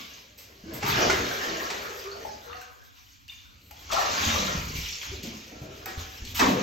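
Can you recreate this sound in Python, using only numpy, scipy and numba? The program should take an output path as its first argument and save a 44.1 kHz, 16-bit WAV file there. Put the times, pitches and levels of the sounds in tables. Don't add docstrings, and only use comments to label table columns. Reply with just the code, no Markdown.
import sys
import numpy as np
from scipy import signal
from scipy.fft import rfft, irfft, next_fast_len
from scipy.io import wavfile
from scipy.ndimage import map_coordinates
from numba import njit

SR = 44100
rng = np.random.default_rng(int(sys.argv[2]) if len(sys.argv) > 2 else 0)


def int16_out(signal):
    q = np.round(np.clip(np.atleast_2d(signal).T, -1, 1) * 32767)
    wavfile.write(sys.argv[1], SR, q.astype(np.int16))


N = 291967

# frequency_hz, t60_s
BATHROOM_DECAY = [(100, 0.55), (400, 0.59), (1500, 0.75), (5000, 0.48), (13000, 0.14)]
# start_s, rise_s, hold_s, release_s, gulp_db, slosh_db, splatter_db, spray_db
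BATH_SURGES = [(-.05, 0.038, 0.018, 0.68, -54.5, -49.5, -60, -65),
               (0.285, 0.27, 0.25, 0.44, -55, -46.5, -58.5, -56.5),
               (0.636, 0.03, 0.071, 0.28, -44, -40.5, -49.5, -50),
               (0.8, 0.056, 0.039, 1.5, -37.5, -36, -32, -27.5),
               (0.901, 0.12, 0.019, 0.55, -37, -19.5, -28, -48),
               (1.08, 0.28, 0.15, 1.19, -51.5, -32, -35.5, -36.5),
               (1.445, 0.012, 0.016, 0.18, -43, -57, -58, -73),
               (1.695, 0.016, 0.15, 1.5, -74, -42.5, -44.5, -42.5),
               (2.063, 0.07, 0.085, 0.64, -53, -42, -57, -61),
               (2.426, 0.019, 0.034, 0.78, -78, -74, -49.5, -51.5),
               (3.28, 0.22, .15, .4, -69, -62, -72, -70), (3.634, 0.36, 0.3, 0.54, -66, -45.5, -45.5, -39),
               (3.878, 0.011, 0.13, 1.58, -70, -36.5, -33, -31),
               (4.018, .18, 0.1, 0.8, -38, -33.5, -34, -27), (4.607, 0.95, 0.25, 1.5, -54, -47, -57, -50),
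               (6.391, 0.0062, 0.018, 0.24, -27.5, -24, -22.5, -28.5),
               (6.394, 0.025, 0.067, 0.45, -23, -22.5, -45, -39),
               (6.52, 0.047, 0.06, .3, -38, -33, -32, -35)]
RELEASE_CURVES = (2.26, 2.4, 3.04, 2.37)
# start_s, spray_db, splatter_db
COAT_SHOWERS = [(-.07, -40, -52.5), (.37, -54, -66), (.73, -46, -49), (.868, -35, -53), (1.697, -54, -61),
                (2.1, -69, -70.5), (2.942, -55, -64.5), (3.28, -52, -62.5), (3.748, -58, -78),
                (4.73, -33, -51.5), (5.0, -40.5, -48.5), (5.221, -41, -51.5), (5.61, -54, -77),
                (5.853, -42, -48.5), (5.966, -41.5, -48.5), (6.24, -43.5, -57), (6.345, -31, -38)]
# frequency_hz, level_db
SPRAY_EQ = [(1200, -53), (1900, -7.5), (2800, 0.5), (4500, -1.5), (6300, 0), (7200, -4), (8200, -15),
            (10300, -83), (12500, -5), (15500, -10)]
# frequency_hz, level_db
HISS_EQ = [(5000, -11), (8000, 3.5), (8600, 0), (9500, -99), (11000, -10.5), (12400, 12.5), (14000, 2.5),
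           (15600, 2.5)]
# centre_hz, width_hz, gain_db
TUB_PEAKS_AND_DIP = [(160, 5.6, 4), (231.5, 9.9, 9.5), (283, 16, 8), (393, 8.9, 9.5), (454, 9.3, 8.5),
                     (598, 13, 0.5), (614, 6.4, 4.5), (782, 29, -5.5), (1207, 8.8, 0.5), (1660, 35, 4.5),
                     (2290, 310, 4)]
# time_s, level_db
HANDLING_RIDE = [(0.0, -55.5), (.58, -51.5), (.8, -39), (.94, -40), (1.16, -29.5), (1.38, -48.5),
                 (2.6, -49.5), (2.75, -57.5), (3.4, -53), (4.12, -40), (4.3, -31.5), (4.75, -35),
                 (4.97, -67), (5.1, -34.5), (5.27, -44), (5.4, -50), (5.6, -44), (6.1, -47), (6.5, -26.5)]
# frequency_hz, level_db
RUMBLE_EQ = [(20, -15), (40, -1), (66, 9.5), (100, 7.5), (160, -11.5), (280, -3.5), (500, -41), (1200, -74)]
# start_s, level_db, pitch_hz, t60_s
THUMP_CUES = [(.004, -43, 250, 0.092), (.638, -31.5, 208, 0.055), (0.741, -38, 126, 0.28),
              (0.741, -40, 304, 0.25), (.839, -22.5, 150.6, 0.12), (0.895, -21.5, 145, 0.065),
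              (0.935, -24, 120, .05), (0.967, -23, 130, 0.045), (4.266, -24.5, 89.4, 0.2),
              (4.261, -25.5, 226.6, 0.18), (4.389, -26.5, 196.4, 0.22), (4.549, -19.5, 165, 0.049),
              (4.571, -21.5, 75, 0.086), (4.668, -30, 156, 0.17), (4.69, -32, 87, 0.11),
              (4.735, -26.5, 76, 0.1), (4.783, -24.5, 61, 0.083), (4.788, -35, 169, 0.075),
              (5.117, -33.5, 391, 0.17), (5.237, -25, 165, 0.04), (5.245, -35, 337, 0.15),
              (5.275, -31, 222.4, 0.3), (5.521, -42, 279, 0.17), (5.616, -33, 137, 0.082),
              (5.662, -45, 359.7, 0.3), (5.975, -25.5, 79, 0.066), (6.22, -26, 57.5, 0.095),
              (6.422, -17.5, 266, 0.18), (6.463, -14.5, 209, 0.068), (6.5, -19.5, 273, 0.079)]
# start_s, level_db, smack_vs_crack_db, hiss_vs_crack_db, t60_s
SLAP_CUES = [(.375, -43.5, -8, 5.5, 0.26), (0.733, -40, -2, 8, 0.21), (0.8259, -28, 6, -25, 0.071),
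             (.833, -18, 3, -26, 0.005), (0.877, -28, -12, -13, 0.051), (1.098, -16, 1, -18, 0.051),
             (1.701, -23, 0.5, -20, 0.068), (2.53, -49, 20.5, -6, 0.0083), (2.612, -41, 2, 2, 0.062),
             (3.28, -37.5, -33, -8, 0.029), (3.7102, -38, 1.5, 3.5, 0.019), (3.912, -22, -1.5, -14, 0.2),
             (3.927, -25.5, -20, -7, 0.069), (5.012, -37, -2.5, -18, 0.029), (5.229, -31, -38, -5, 0.089),
             (5.858, -28.5, 1, 4.5, 0.026), (6.249, -31.5, -23, -6, 0.037), (6.344, -27, -10, 1, 0.31),
             (6.393, -12.5, -3, -13, 0.062), (6.4019, -24, 11.5, -10, 0.035)]
# frequency_hz, level_db
CRACK_EQ = [(1200, -45), (1900, 0.5), (2800, 1), (4500, 3.5), (6300, 2.5), (7200, -3.5), (8200, -7),
            (10300, -54), (15500, -41)]
# frequency_hz, level_db
SMACK_EQ = [(200, -7), (450, -14), (800, 15.5), (1500, 9), (2600, 14.5), (5000, -46)]
# start_s, level_db, pitch_hz, t60_s
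PLOP_CUES = [(.654, -35, 320, 0.3), (0.826, -25.5, 402, 0.1), (.86, -37.5, 399, 0.52),
             (0.848, -30.5, 1188, 0.25), (.986, -17, 355, 0.11), (1.02, -24, 673, 0.1),
             (1.096, -22, 1418, 0.052), (1.209, -35.5, 448, 0.16), (1.312, -22.5, 1560, 0.029),
             (1.529, -30, 627, 0.064), (1.716, -36.5, 395.6, 0.43), (1.883, -38.5, 472.3, 0.19),
             (1.8, -43, 396, 0.4), (2.039, -37, 390, 0.49), (2.116, -29, 4397, 0.025),
             (2.249, -28, 819, 0.058), (2.249, -29.5, 623, 0.058), (2.462, -46, 475, 0.7),
             (2.51, -41, 3600, 0.033), (2.527, -32.5, 1206, 0.041), (2.53, -40.5, 2740, 0.042),
             (2.545, -41, 728, 0.16), (2.615, -39, 1500, 0.044), (2.801, -49, 1543, 0.046),
             (2.824, -48, 1610, 0.036), (2.98, -55, 2820, .03), (3.066, -50, 2960, .03),
             (3.287, -34.5, 2790, 0.04), (3.296, -34.5, 3530, 0.049), (3.32, -44, 2360, 0.078),
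             (3.385, -42, 3530, .04), (3.71, -36, 737, 0.021), (3.768, -48, 3300, 0.071),
             (3.929, -24, 672, 0.054), (3.98, -14.5, 786, 0.031), (3.965, -21, 1290, 0.049),
             (4.345, -29, 579, 0.16), (4.352, -29.5, 1148, 0.14), (4.48, -24.5, 1340, 0.035),
             (5.015, -23.5, 3220, 0.011), (5.016, -23.5, 2310, 0.0093)]
# start_s, level_db, pitch_hz, length_s
SPATTER_CUES = [(0.876, -32, 4180, 0.056), (0.973, -28, 2600, 0.065), (1.1, -22, 4500, 0.035),
                (1.173, -32, 3020, 0.062), (1.703, -30.5, 3750, 0.018), (1.848, -34, 3200, 0.086),
                (3.927, -31, 3960, .03), (4.14, -38, 3200, 0.08), (4.319, -34, 2880, .07),
                (4.497, -41, 3600, 0.086), (5.029, -33, 2880, 0.082), (5.977, -31, 3300, 0.023),
                (6.425, -22, 3000, 0.048)]
# start_s, level_db, pitch_hz, length_s, left_lean_share
GURGLE_CUES = [(1.025, -27.5, 557, 0.07, 0.4), (1.15, -36, 438, .06, 0.3), (1.468, -38, 344, .05, .2),
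               (1.602, -42, 502, 0.044, .2), (2.17, -48, 650, 0.048, 0.1), (2.494, -43, 1220, 0.039, .3),
               (3.901, -30.5, 1170, 0.041, 0.71), (3.923, -29.5, 700, 0.024, 0.8),
               (3.961, -28.5, 1210, 0.029, 0.3), (4.001, -27, 1190, 0.064, 0), (4.021, -32, 634, 0.045, .1),
               (4.086, -33.5, 572, 0.04, 0), (4.102, -37, 1000, 0.071, .1), (4.221, -36.5, 935, .025, .1),
               (4.275, -26, 1890, 0.029, 0), (4.345, -33, 573, .06, .1), (4.421, -40, 950, 0.031, 0),
               (4.468, -40, 606, 0.034, 0), (6.419, -23.5, 1045, 0.053, 0.2), (6.555, -29, 466, 0.031, 0.2)]
# time_s, level_db
PAUSE_NOISE_RIDE = [(2.62, -63), (2.8, -57), (3.1, -62), (3.3, -61), (3.56, -59)]
# frequency_hz, level_db
PAUSE_NOISE_EQ = [(30, -26), (70, 9.5), (160, -7), (500, -14), (1400, -6), (2400, -75)]
# start_s, level_db
BOUND_CUES = [(5.115, -48), (5.235, -44), (5.51, -46), (5.614, -40.5), (5.675, -45.5), (5.857, -40.5),
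              (5.975, -55)]
# frequency_hz, level_db
CABINET_EQ = [(120, -11), (230, 5.5), (350, 7.5), (700, 0.5), (1500, -21.5), (3000, -37)]
# start_s, level_db
KNOCK_CUES = [(5.857, -41.5), (5.98, -48)]
# pitch_hz, level_db, t60_s
RING_MODES = [(761, -1.5, 0.33), (1281, -5, 0.28), (1498, -0.5, 0.13), (1680, -2, 0.2), (1890, -5.5, 0.27)]
# frequency_hz, gain_db
SIDE_EQ = [(60, -36.5), (140, -22), (260, -13.5), (480, -3.5), (800, 4.5), (1400, 4.5), (2100, -2.5),
           (3200, -5), (5200, -5), (8000, -8), (13000, -12.5)]
# frequency_hz, left_over_right_db
BALANCE_EQ = [(120, 0), (260, 0), (500, 1.5), (1000, 1.3), (2000, 0)]

LAPPING_DB, TRICKLE_DB = -93, -59.5
CLUMP_DB, CLUMPS_PER_S = 2.5, 14
HISS_FLICKER_DB, HISS_FLICKERS_PER_S = 3, 22
TOP_HZ = 15850


def amp(db):
    return 10 ** (np.asarray(db) / 20)


def unit_rms(x):
    return x / np.sqrt(np.mean(x ** 2) + 1e-20)


def along(points, hz):
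    frequencies, values = np.transpose(points)
    return np.interp(np.log(hz + 1), np.log(frequencies + 1), values)


def fader(ride):
    times, db = np.transpose(ride)
    return amp(np.interp(np.arange(N) / SR, np.r_[times[0] - .02, times, times[-1] + .1],
                         np.r_[-100, db, -100]))


def filtered(x, response):
    n = x.shape[-1]
    padded = next_fast_len(n + 8192)
    return irfft(rfft(x, padded) * response(np.fft.rfftfreq(padded, 1 / SR)), padded)[..., :n]


def eq(points):
    return lambda hz: amp(along(points, hz))


def band(low_hz, high_hz, order=5):
    return lambda hz: ((1 + (low_hz / (hz + 1)) ** (2 * order))
                       * (1 + (hz / high_hz) ** (2 * order))) ** -.5


def noise(colour, size):
    return unit_rms(filtered(rng.standard_normal(size), eq(colour)))


def add(out, start_s, x):
    part = out[:, round(start_s * SR):][:, :x.shape[1]]
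    part += x[:, :part.shape[1]]


def room(x, wet_db, lean=0):
    hz, t, spectrum = signal.stft(rng.standard_normal((2, SR // 2)), SR, nperseg=256)
    decay = amp(-60 * t / along(BATHROOM_DECAY, hz)[:, None])
    impulse = signal.istft(spectrum * decay, SR, nperseg=256)[1]
    impulse *= amp(wet_db) / np.linalg.norm(impulse[0])
    impulse[:, 0] += [1, lean]
    impulse[1, rng.integers(20, 200)] += .5
    return signal.fftconvolve(x[None], impulse, axes=1)


@njit
def ring_bubbles(starts, pitches, sizes, cycles, rise, n, sr):
    out = np.zeros(n)
    for i in range(len(starts)):
        life = int(cycles * sr / pitches[i])
        for k in range(min(life, n - starts[i])):
            age = k / life
            phase = 2 * np.pi * cycles * age * (1 + rise * age / 2)
            out[starts[i] + k] += sizes[i] * np.exp(-6 * age) * np.sin(phase)
    return out


def cloud(low_hz, high_hz, cycles, spread_db, wet_db, colour, count):
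    out, spots = np.zeros((2, N)), 5
    n = N + SR // 2
    for _ in range(spots):
        when, pitch, chance = rng.random((count // spots, 3)).T
        starts = (when * n).astype(np.int64)
        hz = low_hz * (high_hz / low_hz) ** pitch
        sizes = hz * amp(-spread_db * np.log(chance + 0.014))
        clumps = map_coordinates(rng.standard_normal(size=400), [when * n / SR * CLUMPS_PER_S])
        sizes *= amp(CLUMP_DB * clumps)
        bubbles = ring_bubbles(starts, hz, sizes, float(cycles), rise=0.085, n=n, sr=SR)
        out += room(bubbles, wet_db)[:, n - N:n]
    out = filtered(out, colour)
    return out / np.std(out[0])


def swell(start_s, rise_s, hold_s, release_s, curve):
    falling = np.linspace(0, 1, num=30)
    times = np.r_[start_s, start_s + rise_s + hold_s + release_s * falling]
    return np.interp(np.arange(N) / SR, times, np.r_[0, (1 - falling) ** curve])


def stirring():
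    power = np.zeros((4, N))
    for start, rise, hold, release, *levels in BATH_SURGES:
        for layer, (db, curve) in enumerate(zip(levels, RELEASE_CURVES)):
            power[layer] += (amp(db) * swell(start, rise, hold, release, curve)) ** 2
    for start, spray_db, splatter_db in COAT_SHOWERS:
        patter = swell(start, rise_s=0.017, hold_s=0.02, release_s=0.62, curve=2.3)
        power[2:] += np.outer(amp([splatter_db, spray_db]), patter) ** 2
    power[1] += amp(LAPPING_DB) ** 2
    power[3] += amp(TRICKLE_DB) ** 2
    return np.sqrt(power)


def water():
    gulp, slosh, splatter, spray = stirring()
    pockets = cloud(110, 330, cycles=10, spread_db=1, wet_db=-3, colour=band(105, 340), count=1800)
    bubbles = cloud(310, 780, cycles=28, spread_db=3, wet_db=0, colour=band(300, 760), count=2100)
    splats = cloud(708, 2129, cycles=38, spread_db=5, wet_db=7.5, colour=band(760, 2060), count=3600)
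    drops = cloud(1658, 7440, cycles=31.6, spread_db=4.5, wet_db=4.5, colour=eq(SPRAY_EQ), count=15000)
    splashing = (gulp * amp(-2.5) * pockets + slosh * amp(-7) * bubbles
                 + splatter * amp(-1) * splats + spray * amp(-0.5) * drops)
    lingering = spray.max() * (spray / spray.max()) ** 0.81
    drips = cloud(1500, 6000, cycles=45, spread_db=3, wet_db=-1,
                  colour=band(1500, 3200, order=2), count=800)
    flicker = map_coordinates(rng.standard_normal(size=400), [np.arange(N) / SR * HISS_FLICKERS_PER_S])
    hiss = amp(HISS_FLICKER_DB * flicker) * np.array([noise(HISS_EQ, N), noise(HISS_EQ, N)])
    return splashing + lingering * (amp(-28.5) * drips + amp(-15) * hiss)


def tub_eq(hz):
    response = amp(-2)
    for centre, width, db in TUB_PEAKS_AND_DIP:
        detune, loss = centre ** 2 - hz ** 2, 1j * hz * width
        response = response * (detune + loss * amp(db / 2)) / (detune + loss * amp(-db / 2))
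    return response


def handling():
    return fader(HANDLING_RIDE) * amp(-7) * np.array([noise(RUMBLE_EQ, N), noise(RUMBLE_EQ, N)])


def tone(hz, t60, attack_s, glide):
    t = np.arange(SR // 2) / SR
    bend = glide * (t - t60 * (1 - np.exp(-t / t60)))
    return np.sin(2 * np.pi * hz * (t + bend)) * amp(-60 * t / t60) * (1 - np.exp(-t / attack_s))


def thumps():
    out, t = np.zeros((2, N)), np.arange(SR // 2) / SR
    for start, db, hz, t60 in THUMP_CUES:
        boom = tone(hz, t60, attack_s=0.002, glide=-0.081)
        pad = unit_rms(filtered(rng.standard_normal(len(t)), band(60, 290, order=3)))
        pad *= amp(-14.5 - 60 * t / (1.63 * t60)) * (1 - np.exp(-t / 0.0059))
        add(out, start, amp(db) * room(boom + pad, wet_db=-3.5))
    return out


def slaps():
    out, t = np.zeros((2, N)), np.arange(SR // 4) / SR
    for start, db, smack_db, hiss_db, t60 in SLAP_CUES:
        crack = noise(CRACK_EQ, len(t))
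        hiss = amp(hiss_db) * noise(HISS_EQ, len(t))
        smack = amp(smack_db) * noise(SMACK_EQ, len(t))
        attack_s = 0.024 * t60
        envelope = amp(-60 * t / t60) * (1 - np.exp(-t / attack_s))
        add(out, start, amp(db - 6.5) * room((crack + hiss + smack) * envelope, wet_db=-.5))
    return out


def knot(hz, length_s, spread, cycles, count):
    when, pitch, size = rng.random((count, 3)).T
    starts = ((np.arange(count) + when) / count * length_s * SR).astype(np.int64)
    pitches = hz * (1 + spread * (2 * pitch - 1))
    return ring_bubbles(starts, pitches, .5 + size, float(cycles), rise=0.05, n=SR // 2, sr=SR)


def plops():
    out = np.zeros((2, N))
    for start, db, hz, t60 in PLOP_CUES:
        bubble = tone(hz, t60, attack_s=1.7 / hz, glide=0.166)
        satellites = amp(-17) * knot(hz, length_s=.022, spread=0.15, cycles=23, count=5)
        add(out, start, amp(db) * room(bubble + satellites, wet_db=-2.5, lean=0.25))
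    return out


def spatters():
    out = np.zeros((2, N))
    for start, db, hz, length_s in SPATTER_CUES:
        ticks = knot(hz, length_s, spread=0.43, cycles=7.4, count=6)
        add(out, start, amp(db) * room(ticks, wet_db=-3))
    return out


def gurgles():
    out = np.zeros((2, N))
    for start, db, hz, length_s, lean in GURGLE_CUES:
        mid, side = room(knot(hz, length_s, spread=0.15, cycles=25, count=6), wet_db=-3.5)
        add(out, start, amp(db) * np.array([mid, lean * mid + (1 - lean) * side]))
    return out


def pause_noise():
    mid, side = amp(-32) * noise(PAUSE_NOISE_EQ, N), noise(PAUSE_NOISE_EQ, N)
    return fader(PAUSE_NOISE_RIDE) * np.array([mid, side])


def clatter(attack_s=0.0094, t60=0.22):
    out, t = np.zeros((2, N)), np.arange(SR // 2) / SR
    envelope = amp(-60 * t / t60) * (1 - np.exp(-t / attack_s))
    for start, db in BOUND_CUES:
        add(out, start, amp(db) * room(noise(CABINET_EQ, len(t)) * envelope, wet_db=0))
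    return out


def knocks():
    out = np.zeros((2, N))
    for start, db in KNOCK_CUES:
        ring = sum(amp(level) * tone(hz, t60, attack_s=.001, glide=0) for hz, level, t60 in RING_MODES)
        add(out, start, amp(db) * room(ring, wet_db=-2.5))
    return out


def narrowed(x, side_db):
    return x * np.array([[1], [amp(side_db)]])


def scene():
    wet_hits = narrowed(slaps() + spatters(), side_db=-1.5)
    body_hits = narrowed(thumps() + clatter() + knocks(), side_db=-1)
    bath = filtered(water(), tub_eq) + (plops() + gurgles())
    mid, side = bath + wet_hits + body_hits + handling()
    side = filtered(side, eq(SIDE_EQ))
    mid, side = np.array([mid, side]) + pause_noise()
    left_right = np.array([mid + side, mid - side])
    return filtered(left_right, lambda hz: amp(np.outer([.5, -.5], along(BALANCE_EQ, hz))))


def record(dry):
    return filtered(dry, lambda hz: hz < TOP_HZ)


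dry = scene()
out = record(dry)
int16_out(out)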